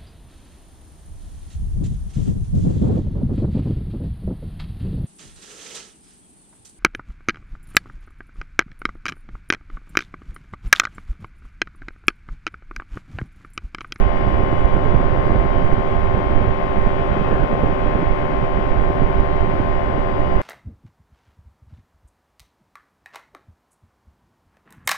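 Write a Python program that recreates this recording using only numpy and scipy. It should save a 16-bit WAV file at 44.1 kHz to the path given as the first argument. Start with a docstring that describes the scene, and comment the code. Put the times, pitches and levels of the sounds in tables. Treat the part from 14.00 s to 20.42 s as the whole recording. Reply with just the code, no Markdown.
"""In the half-open cabin of an ultralight at cruise, on a camera's two microphone ports.
A two-blade propeller and a geared four-cylinder engine drone together, their harmonics beating, over
rushing air and valve clatter; the speed sags a little near the end. The left port hears mostly this.
Slipstream eddies strike the right port point-blank, with rumble, flutter and single thumps.
Just past halfway the treble swells and a brief swish falls through the drone."""
import sys
import numpy as np
from scipy import signal
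from scipy.fft import rfft, irfft, next_fast_len
from scipy.io import wavfile
from scipy.ndimage import uniform_filter1d, minimum_filter1d, map_coordinates

SR = 44100
rng = np.random.default_rng(int(sys.argv[2]) if len(sys.argv) > 2 else 0)


def store_wav(level_fs):
    """Save 16-bit WAV to argv[1]."""
    pcm = np.round(np.clip(np.atleast_2d(level_fs), -1, 1) * 32767)
    wavfile.write(sys.argv[1], SR, pcm.T.astype(np.int16))


N = 283014
TIME = np.arange(N) / SR

# how often a propeller blade passes: time_s, blade_rate_hz
BLADE_RATE = [(0.1, 75.65), (0.5, 75.74), (1, 75.7), (1.6, 75.87), (2.5, 75.66), (3, 75.62), (3.4, 75.47),
              (3.8, 75.58), (4.3, 75.43), (4.7, 75.54), (5.15, 75.54), (5.5, 75.2), (5.9, 75.02),
              (6.3, 74.81)]
# propeller harmonics, relative levels: multiple_of_blade_rate, left_db, right_db
PROPELLER_HARMONICS = [(1, -63, -71), (2, -58, -66), (4, -46, -55), (5, -28.7, -46.5), (6, -48, -56),
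                       (7, -31.5, -47), (8, -37.8, -49), (9, -33.3, -48), (10, -32.7, -53),
                       (11, -33, -55.5), (12, -34.7, -51), (13, -38.5, -54), (14, -27.3, -47),
                       (15, -38, -54), (16, -40.7, -59), (17, -53, -68), (18, -49, -62), (19, -45, -57),
                       (20, -41, -58), (21, -47, -63), (22, -49, -65), (23, -54, -65), (24, -44, -56),
                       (25, -49, -55), (27, -50, -66), (28, -52, -73), (29, -55, -72), (31, -54, -63),
                       (32, -61, -68), (34, -60, -70), (35, -62, -78), (38, -60, -73)]
# phase scatter from reflections; the middle harmonics arrive together as a slap: pitch_hz, spread_rad
BLADE_SCATTER = [(530, 1.5), (720, .58), (1200, .58), (1600, 1.6)]
# phase lead at the right port, as sound bends round the camera body: pitch_hz, lead_rad
RIGHT_PORT_LEAD = [(200, 1.1), (600, 1.7), (1000, 2.3), (2000, 3.9), (2550, 4.4), (3100, 5.1), (3750, 5.1),
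                   (4130, 4.1), (4520, 3.7), (4720, 4.9), (4900, 5.8)]
# drift of the treble harmonics just under TREBLE_SPLIT_HZ: time_s, gain_db
LOW_TREBLE_DRIFT = [(0, 0.5), (1.6, -3), (3.6, 0.5), (5, -2.5)]
# drift of the harmonics above that split: time_s, gain_db
TOP_TREBLE_DRIFT = [(0, -1), (.8, -2.5), (1.6, -1.5), (6.4, -2.5)]

# engine harmonics, relative levels; 4 is the firing rate: multiple_of_cycle_rate, left_db, right_db
ENGINE_HARMONICS = [(4, -45, -53), (6, -43, -52), (8, -31, -46), (10, -44, -59), (12, -31, -63),
                    (14, -32.3, -56), (16, -43, -65), (18, -47, -50), (22, -44, -51), (24, -54, -64),
                    (26, -52, -72), (28, -47, -65), (30, -50, -57), (32, -50, -68), (34, -51, -68),
                    (36, -54, -71), (38, -47, -68), (39, -53, -64), (40, -53, -52), (42, -45, -63),
                    (44, -47, -70), (48, -50, -67), (52, -50, -56), (56, -55, -67), (60, -52, -67),
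                    (62, -60, -72), (64, -52, -70), (68, -58, -67), (70, -60, -72), (72, -69, -78),
                    (76, -67, -70), (80, -66, -70), (84, -70, -69), (88, -75, -80), (92, -71, -79),
                    (96, -74, -76), (100, -80, -84), (104, -77, -76), (108, -79, -85), (112, -80, -83),
                    (116, -81, -80), (120, -84, -92), (124, -87, -81), (128, -84, -90), (132, -85, -89),
                    (136, -89, -87)]
# phase scatter of the exhaust from reflections: pitch_hz, spread_rad
EXHAUST_SCATTER = [(200, 2), (5000, 2)]
# single engine harmonics ring out or fade: multiple_of_cycle_rate, peak_s, half_length_s, gain_db
ENGINE_RINGS = [(42, 3.5, .15, -3), (42, 5.9, .6, -2), (44, 0, .3, 4), (44, 4.15, .3, 3), (48, 3.3, .2, -4),
                (48, 6.1, .5, -4), (52, .75, .3, -5), (52, 3.22, .16, 3), (52, 4.5, 2, 2), (60, .4, .65, 6),
                (60, 5.4, 1.6, 3), (64, .35, .2, -5), (64, .95, .15, -5), (64, 2, .5, 2), (64, 5.9, .6, -4),
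                (68, .3, .6, 3.5), (68, 5.3, .4, -3), (76, 2.7, .15, 4), (76, 5.4, .4, 4),
                (84, 3.6, 1.5, 2.5), (84, 5.5, .55, 5.5), (92, 1.4, .3, 4), (92, 5.27, .15, 5),
                (96, .2, .3, 7), (96, 1.25, .4, 9), (100, 6.25, .6, 16), (108, .25, .35, 9)]

# rushing air and blade turbulence, base spectrum: frequency_hz, level_db_per_hz
AIR_SPECTRUM = [(20, -83.5), (60, -84.5), (150, -71.5), (300, -54), (430, -59.5), (560, -51.5),
                (700, -59.5), (850, -62), (1050, -61.5), (1250, -64), (1500, -65), (2100, -71), (2600, -78),
                (3300, -79.5), (4200, -90.5), (9000, -125)]
# valve and combustion clatter, base spectrum: frequency_hz, level_db_per_hz
CLATTER_SPECTRUM = [(800, -95), (2000, -69), (2600, -76), (3200, -82), (3900, -93), (4400, -93),
                    (4900, -93), (5600, -103), (6600, -105), (7000, -112), (10000, -122)]
# air and clatter at the right port, relative to the left: frequency_hz, gain_db
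RIGHT_PORT_COLOUR = [(200, 13.5), (600, -14.5), (1500, -11), (2800, -10.5), (4000, -6.5), (6000, -0.5)]
# single bands of air and clatter swell or dip: peak_s, half_length_s, centre_hz, gain_db
BAND_SWELLS = [(1.15, .35, 446, 3.5), (1.346, 0.19, 1250, 3), (1.35, 0.27, 4800, 0.5),
               (3.217, .17, 1200, 4), (3.42, .22, 860, -0.5), (3.55, .25, 453, 5), (4.054, 0.28, 1820, 1.5),
               (5.9, 0.78, 4680, 0)]

# slow drift of the slipstream's strength: time_s, large_eddies_db, small_eddies_db
SLIPSTREAM_DRIFT = [(0, 5.5, -3.5), (.4, -1.5, 0.8), (.85, 1.8, 3.5), (1.1, -1, 3), (1.33, 2.5, 2),
                    (1.6, -1, 1), (1.9, -2.5, -1.5), (2.35, 1, -0.5), (2.75, -2.2, -2), (3.2, 0, 1.5),
                    (3.6, -2.5, 0.5), (3.95, -3, 1.2), (4.4, -2, -3.5), (4.8, -1.7, 1.5), (5.3, -1, -1.8),
                    (5.8, -2.5, -1.6), (6.4, 1, -0.5)]
# large eddies on the right port, base spectrum: frequency_hz, level_db_per_hz
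RUMBLE_SPECTRUM = [(3, -31), (14, -30.5), (25, -31), (45, -36.5), (100, -42), (170, -49.5), (300, -66),
                   (1500, -135)]
# small eddies on the right port, base spectrum: frequency_hz, level_db_per_hz
FLUTTER_SPECTRUM = [(40, -58), (110, -47), (200, -51.5), (400, -56.5), (700, -67.5), (1000, -74),
                    (1600, -85.5), (2800, -94.5), (8000, -130)]
# drift of the wind's thudding bass band: time_s, gain_db
THUD_DRIFT = [(0, -7.5), (.35, 5), (.6, 3.5), (1.4, 0), (2.2, 1), (3.3, -1.5), (4.3, 1.5), (4.9, 0),
              (5.25, 3.5), (5.7, 2), (6.4, 0)]
# single vortices on the right port: peak_s, core_half_width_s, suction_db, flutter_gain_db
VORTICES = [(.346, 0.0052, -7.5, 1.5), (.438, .003, -4, 5.5), (.656, 0.0057, -2, 1), (0.769, 0.0051, -7, 4),
            (.942, 0.0026, -2.5, 5.5), (.963, 0.005, -8.5, -0.5), (1.011, 0.0084, -9, 3.5),
            (1.129, .003, -7.5, -0.5), (1.298, 0.00094, -7.5, 4.5), (1.32, 0.0055, -7, 1),
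            (1.356, 0.0022, -6, 6.5), (1.39, 0.0096, -6.5, -1.5), (1.531, .007, -6.5, 2.5),
            (1.648, 0.0028, -5.5, 3), (2.147, .0035, -6, 5), (2.406, .002, -16, 5),
            (2.867, 0.0099, -5.5, 5), (3.214, 0.0014, -14, 3.5), (3.276, 0.0018, -13.5, 5.5),
            (3.436, 0.0087, -5, 3.5), (3.53, .002, -11.5, 4.5), (3.636, 0.0026, -7, 5.5),
            (3.668, .002, -13.5, 4.5), (3.871, 0.0071, -8.5, 1.5), (4.027, 0.001, -18.5, 6.5),
            (4.797, 0.0057, -4.5, 5), (4.902, 0.0043, -8, 2.5), (5.204, 0.0056, -2.5, 0),
            (5.41, 0.0045, -7.5, -4), (5.609, 0.0023, -7.5, 4), (5.985, 0.0047, -21, 5.5)]
# share of the buffeting also felt on the left port: frequency_hz, gain_db
LEFT_PORT_LEAK = [(25, -55.5), (60, -37), (120, -29.5), (200, -13), (400, -6), (1000, -6.5)]
# the microphone's own hiss: frequency_hz, level_db_per_hz
HISS_SPECTRUM = [(1000, -111), (8000, -110.5), (15500, -112)]
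# path of the falling swish: time_s, peak_hz, depth_db
SWISH_PATH = [(3.2, 2000, 0), (3.29, 1820, 3), (3.35, 1680, 5), (3.44, 1490, 4.7), (3.5, 1370, 1.5),
              (3.6, 1200, 0)]

CYCLES_PER_BLADE = .65  # four-stroke engine cycles, set by the reduction gear
TREBLE_FROM_HZ, TREBLE_SPLIT_HZ = 2480, 2700


def amp(db):
    """Decibels to gain."""
    return 10 ** (np.asarray(db) / 20)


def unit(x):
    """x scaled to rms 1."""
    return x / np.sqrt(np.mean(x ** 2))


def along(points, hz):
    """(frequency_hz, value) points read on a log axis."""
    point_hz, values = np.transpose(points)
    return np.interp(np.log(hz + 1), np.log(point_hz + 1), values)


def curves(rows):
    """One value per sample for each column after the time."""
    times, *columns = np.transpose(rows)
    return [np.interp(TIME, times, column) for column in columns]


def wobble(rate):
    """A smooth random curve of rms about 1, rate knots a second."""
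    coarse_s = np.linspace(0, N / SR, N // 64)
    knots = rng.standard_normal(4096)
    return np.interp(TIME, coarse_s, unit(map_coordinates(knots, [coarse_s * rate], mode="wrap")))


def hump(peak_s, rise_s, fall_s):
    """A smooth swell from 0 to 1 and back."""
    t = TIME - peak_s
    return np.exp(-(t / np.where(t < 0, rise_s, fall_s)) ** 2)


def pulsing(turns, depth):
    """A gain of rms 1 that swells once a turn."""
    return unit(np.exp(depth * np.cos(2 * np.pi * turns)))


def filtered(x, response):
    """x through a filter whose gain is response(hz)."""
    size = next_fast_len(N + SR // 4)
    return irfft(rfft(x, size) * response(np.fft.rfftfreq(size, 1 / SR)), size)[..., :N]


def lifted(x, centre_hz, octaves, db):
    """x with one band, of half-width octaves, raised or lowered by a level curve."""
    band = filtered(x, lambda hz: np.exp(-(np.log2((hz + 1) / centre_hz) / octaves) ** 2))
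    return x + band * (amp(db) - 1)


def noise(spectrum, gate=1):
    """Noise, chopped by gate, then coloured to a spectrum in dB per Hz."""
    return filtered(gate * rng.standard_normal(N), lambda hz: amp(along(spectrum, hz)) * np.sqrt(SR / 2))


def treble_db():
    """The machine's treble, below and above the split, drifts and swells once just ahead of the swish."""
    swell_db = np.outer((3.5, 3), hump(peak_s=3.22, rise_s=.21, fall_s=.097))
    return np.array(curves(LOW_TREBLE_DRIFT) + curves(TOP_TREBLE_DRIFT)) + swell_db


def harmonics(table, turns, scatter, flicker_db, flicker_rate, rings=()):
    """Tones locked to a shaft; reflections scatter their phases, moving air shakes their levels."""
    ports = np.zeros((2, N))
    low_treble, top_treble = amp(treble_db())
    base_hz = turns[-1] / TIME[-1]
    for order, left_db, right_db in table:
        hz = order * base_hz
        blur = .45 * (hz / 4300) ** 1.5 * wobble(50)  # turbulence blurs short waves most
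        offset = along(scatter, hz) * rng.standard_normal()
        phase = (2 * np.pi * (order * turns % 1) + offset + blur).astype(np.float32)
        ring_db = sum(db * hump(peak_s, half_s, half_s) for k, peak_s, half_s, db in rings if k == order)
        # the higher a tone, the more it comes and goes
        fading_db = min(hz / 2800, 1.3) ** 2 * (.7 * wobble(3) + wobble(16))
        level = np.sqrt(2) * amp(flicker_db * wobble(flicker_rate) + fading_db + ring_db)
        if hz > TREBLE_FROM_HZ:
            level *= top_treble if hz > TREBLE_SPLIT_HZ else low_treble
        ports[0] += amp(left_db) * level * np.sin(phase)
        ports[1] += amp(right_db) * level * np.sin(phase + np.float32(along(RIGHT_PORT_LEAD, hz)))
    return ports


def propeller(blades):
    """Each blade slaps through the uneven wake of the cabin, slightly early or late."""
    uneven = blades + .0013 * wobble(30)
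    return amp(-1) * harmonics(PROPELLER_HARMONICS, uneven, BLADE_SCATTER, flicker_db=.25, flicker_rate=9)


def engine(blades):
    """Exhaust harmonics, blurred by uneven firing and chopped by the blades."""
    cycles = CYCLES_PER_BLADE * blades + .0007 * wobble(45)
    chopping = pulsing(blades + rng.random(), depth=.14)
    exhaust = harmonics(ENGINE_HARMONICS, cycles, EXHAUST_SCATTER,
                        flicker_db=1, flicker_rate=8, rings=ENGINE_RINGS)
    return amp(.53) * chopping * exhaust


def at_both_ports(spectrum, gate, correlation, lead_s=.00016):
    """Machine noise at the microphone: plain on the left; earlier, coloured, partly unrelated right."""
    left, unrelated = noise(spectrum, gate), noise(spectrum, gate)
    early = filtered(left, lambda hz: np.exp(2j * np.pi * hz * lead_s))
    blend = correlation * early + np.sqrt(1 - correlation ** 2) * unrelated
    right = filtered(blend, lambda hz: amp(along(RIGHT_PORT_COLOUR, hz)))
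    return np.array([left, right])


def rushing_air(blades, gust_db):
    """The air round the cabin pulses with the blades; its low body swells in the gusts."""
    rush = at_both_ports(AIR_SPECTRUM, pulsing(blades, depth=.12), correlation=.37)
    body = filtered(rush, lambda hz: along([(600, 1), (1000, .23)], hz))
    return rush + body * (amp(.59 * gust_db - 2.5) - 1)


def clatter(blades):
    """Valves and combustion rattle, pulsing four times a cycle and faintly following the treble's level."""
    firings = pulsing(4 * CYCLES_PER_BLADE * blades, depth=.15)
    rattle = at_both_ports(CLATTER_SPECTRUM, firings, correlation=.068)
    return amp(.14 * np.sum(treble_db(), axis=0)) * rattle


def gusts(depth_db=.9):
    """Strength in dB of large and small eddies: slow drift, chance gusts, flutter round each vortex."""
    large_db, small_db = np.array(curves(SLIPSTREAM_DRIFT)) + depth_db * wobble(20)
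    vortex_db = sum(db * hump(peak_s, rise_s=.012, fall_s=.014) for peak_s, _, _, db in VORTICES)
    return large_db, small_db + vortex_db


def buffeting(large_db, small_db):
    """Eddies rumble right on the microphone and break into flutter, brighter the harder they hit."""
    eddies_db = 1.5 * wobble(45)
    rumble = noise(RUMBLE_SPECTRUM, unit(amp(eddies_db))) * amp(large_db + .37)
    flutter = noise(FLUTTER_SPECTRUM, unit(amp(eddies_db + 2.8 * wobble(130)))) * amp(small_db)
    crackle = filtered(flutter, lambda hz: along([(500, .37), (1000, .86)], hz))
    turbulence = rumble + flutter + crackle * (amp(.61 * small_db) - 1)
    right = lifted(turbulence, centre_hz=88, octaves=.53, db=curves(THUD_DRIFT)[0]) + vortex_thumps()
    left = filtered(right, lambda hz: amp(along(LEFT_PORT_LEAK, hz)))
    return np.array([left, right])


def microphone_hiss():
    """Each side of the microphone adds its own faint, steady noise."""
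    return np.array([noise(HISS_SPECTRUM), amp(-.5) * noise(HISS_SPECTRUM)])


def vortex_thumps():
    """Each vortex sucks at the port as its core passes, with a push before and after."""
    pressure = np.zeros(N)
    for peak_s, half_width_s, suction_db, _ in VORTICES:
        from_core = (TIME - peak_s) / half_width_s
        pressure -= amp(suction_db) * (1 - from_core ** 2) * np.exp(-from_core ** 2 / 2)
    return pressure


def band_swells(rush):
    """The colour of the rush shifts as single bands swell and subside."""
    for peak_s, half_s, centre_hz, db in BAND_SWELLS:
        rush = lifted(rush, centre_hz, octaves=.51, db=db * hump(peak_s, half_s, half_s))
    return rush


def swish(drone, notch_ratio=1.18, half_width_octaves=.13):
    """A peak and a notch above it slide down, as when a reflecting surface moves near the microphone."""
    hz, frame_s, spectra = signal.stft(drone, SR, nperseg=1024)
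    times, peak_hz, depth_db = np.transpose(SWISH_PATH)
    octaves = np.log2((hz[:, None] + 1) / np.interp(frame_s, times, peak_hz))
    peak = np.exp(-(octaves / half_width_octaves) ** 2)
    notch = np.exp(-((octaves - np.log2(notch_ratio)) / half_width_octaves) ** 2)
    gain_db = np.interp(frame_s, times, depth_db) * (peak - notch)
    return signal.istft(spectra * amp(gain_db), SR, nperseg=1024)[1][:, :N]


def scene():
    """From the cabin: propeller and engine turn together while the slipstream beats on the microphone."""
    blades = np.cumsum(curves(BLADE_RATE)[0]) / SR  # running count of blades passed
    large_db, small_db = gusts()
    hiss = microphone_hiss()
    tones = propeller(blades) + engine(blades)
    rush = band_swells(rushing_air(blades, small_db) + clatter(blades))
    return swish(tones + rush) + buffeting(large_db, small_db) + hiss


def record(dry):
    """The camera ducks the hardest buffets and keeps nothing above its band limit."""
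    ceiling, band_limit_hz = .96, 15750
    needed_gain = ceiling / np.maximum(np.abs(dry), ceiling)
    gain = uniform_filter1d(minimum_filter1d(needed_gain, size=600), size=400)
    return filtered(dry * gain, lambda hz: hz < band_limit_hz)


dry = scene()
out = record(dry)
store_wav(out)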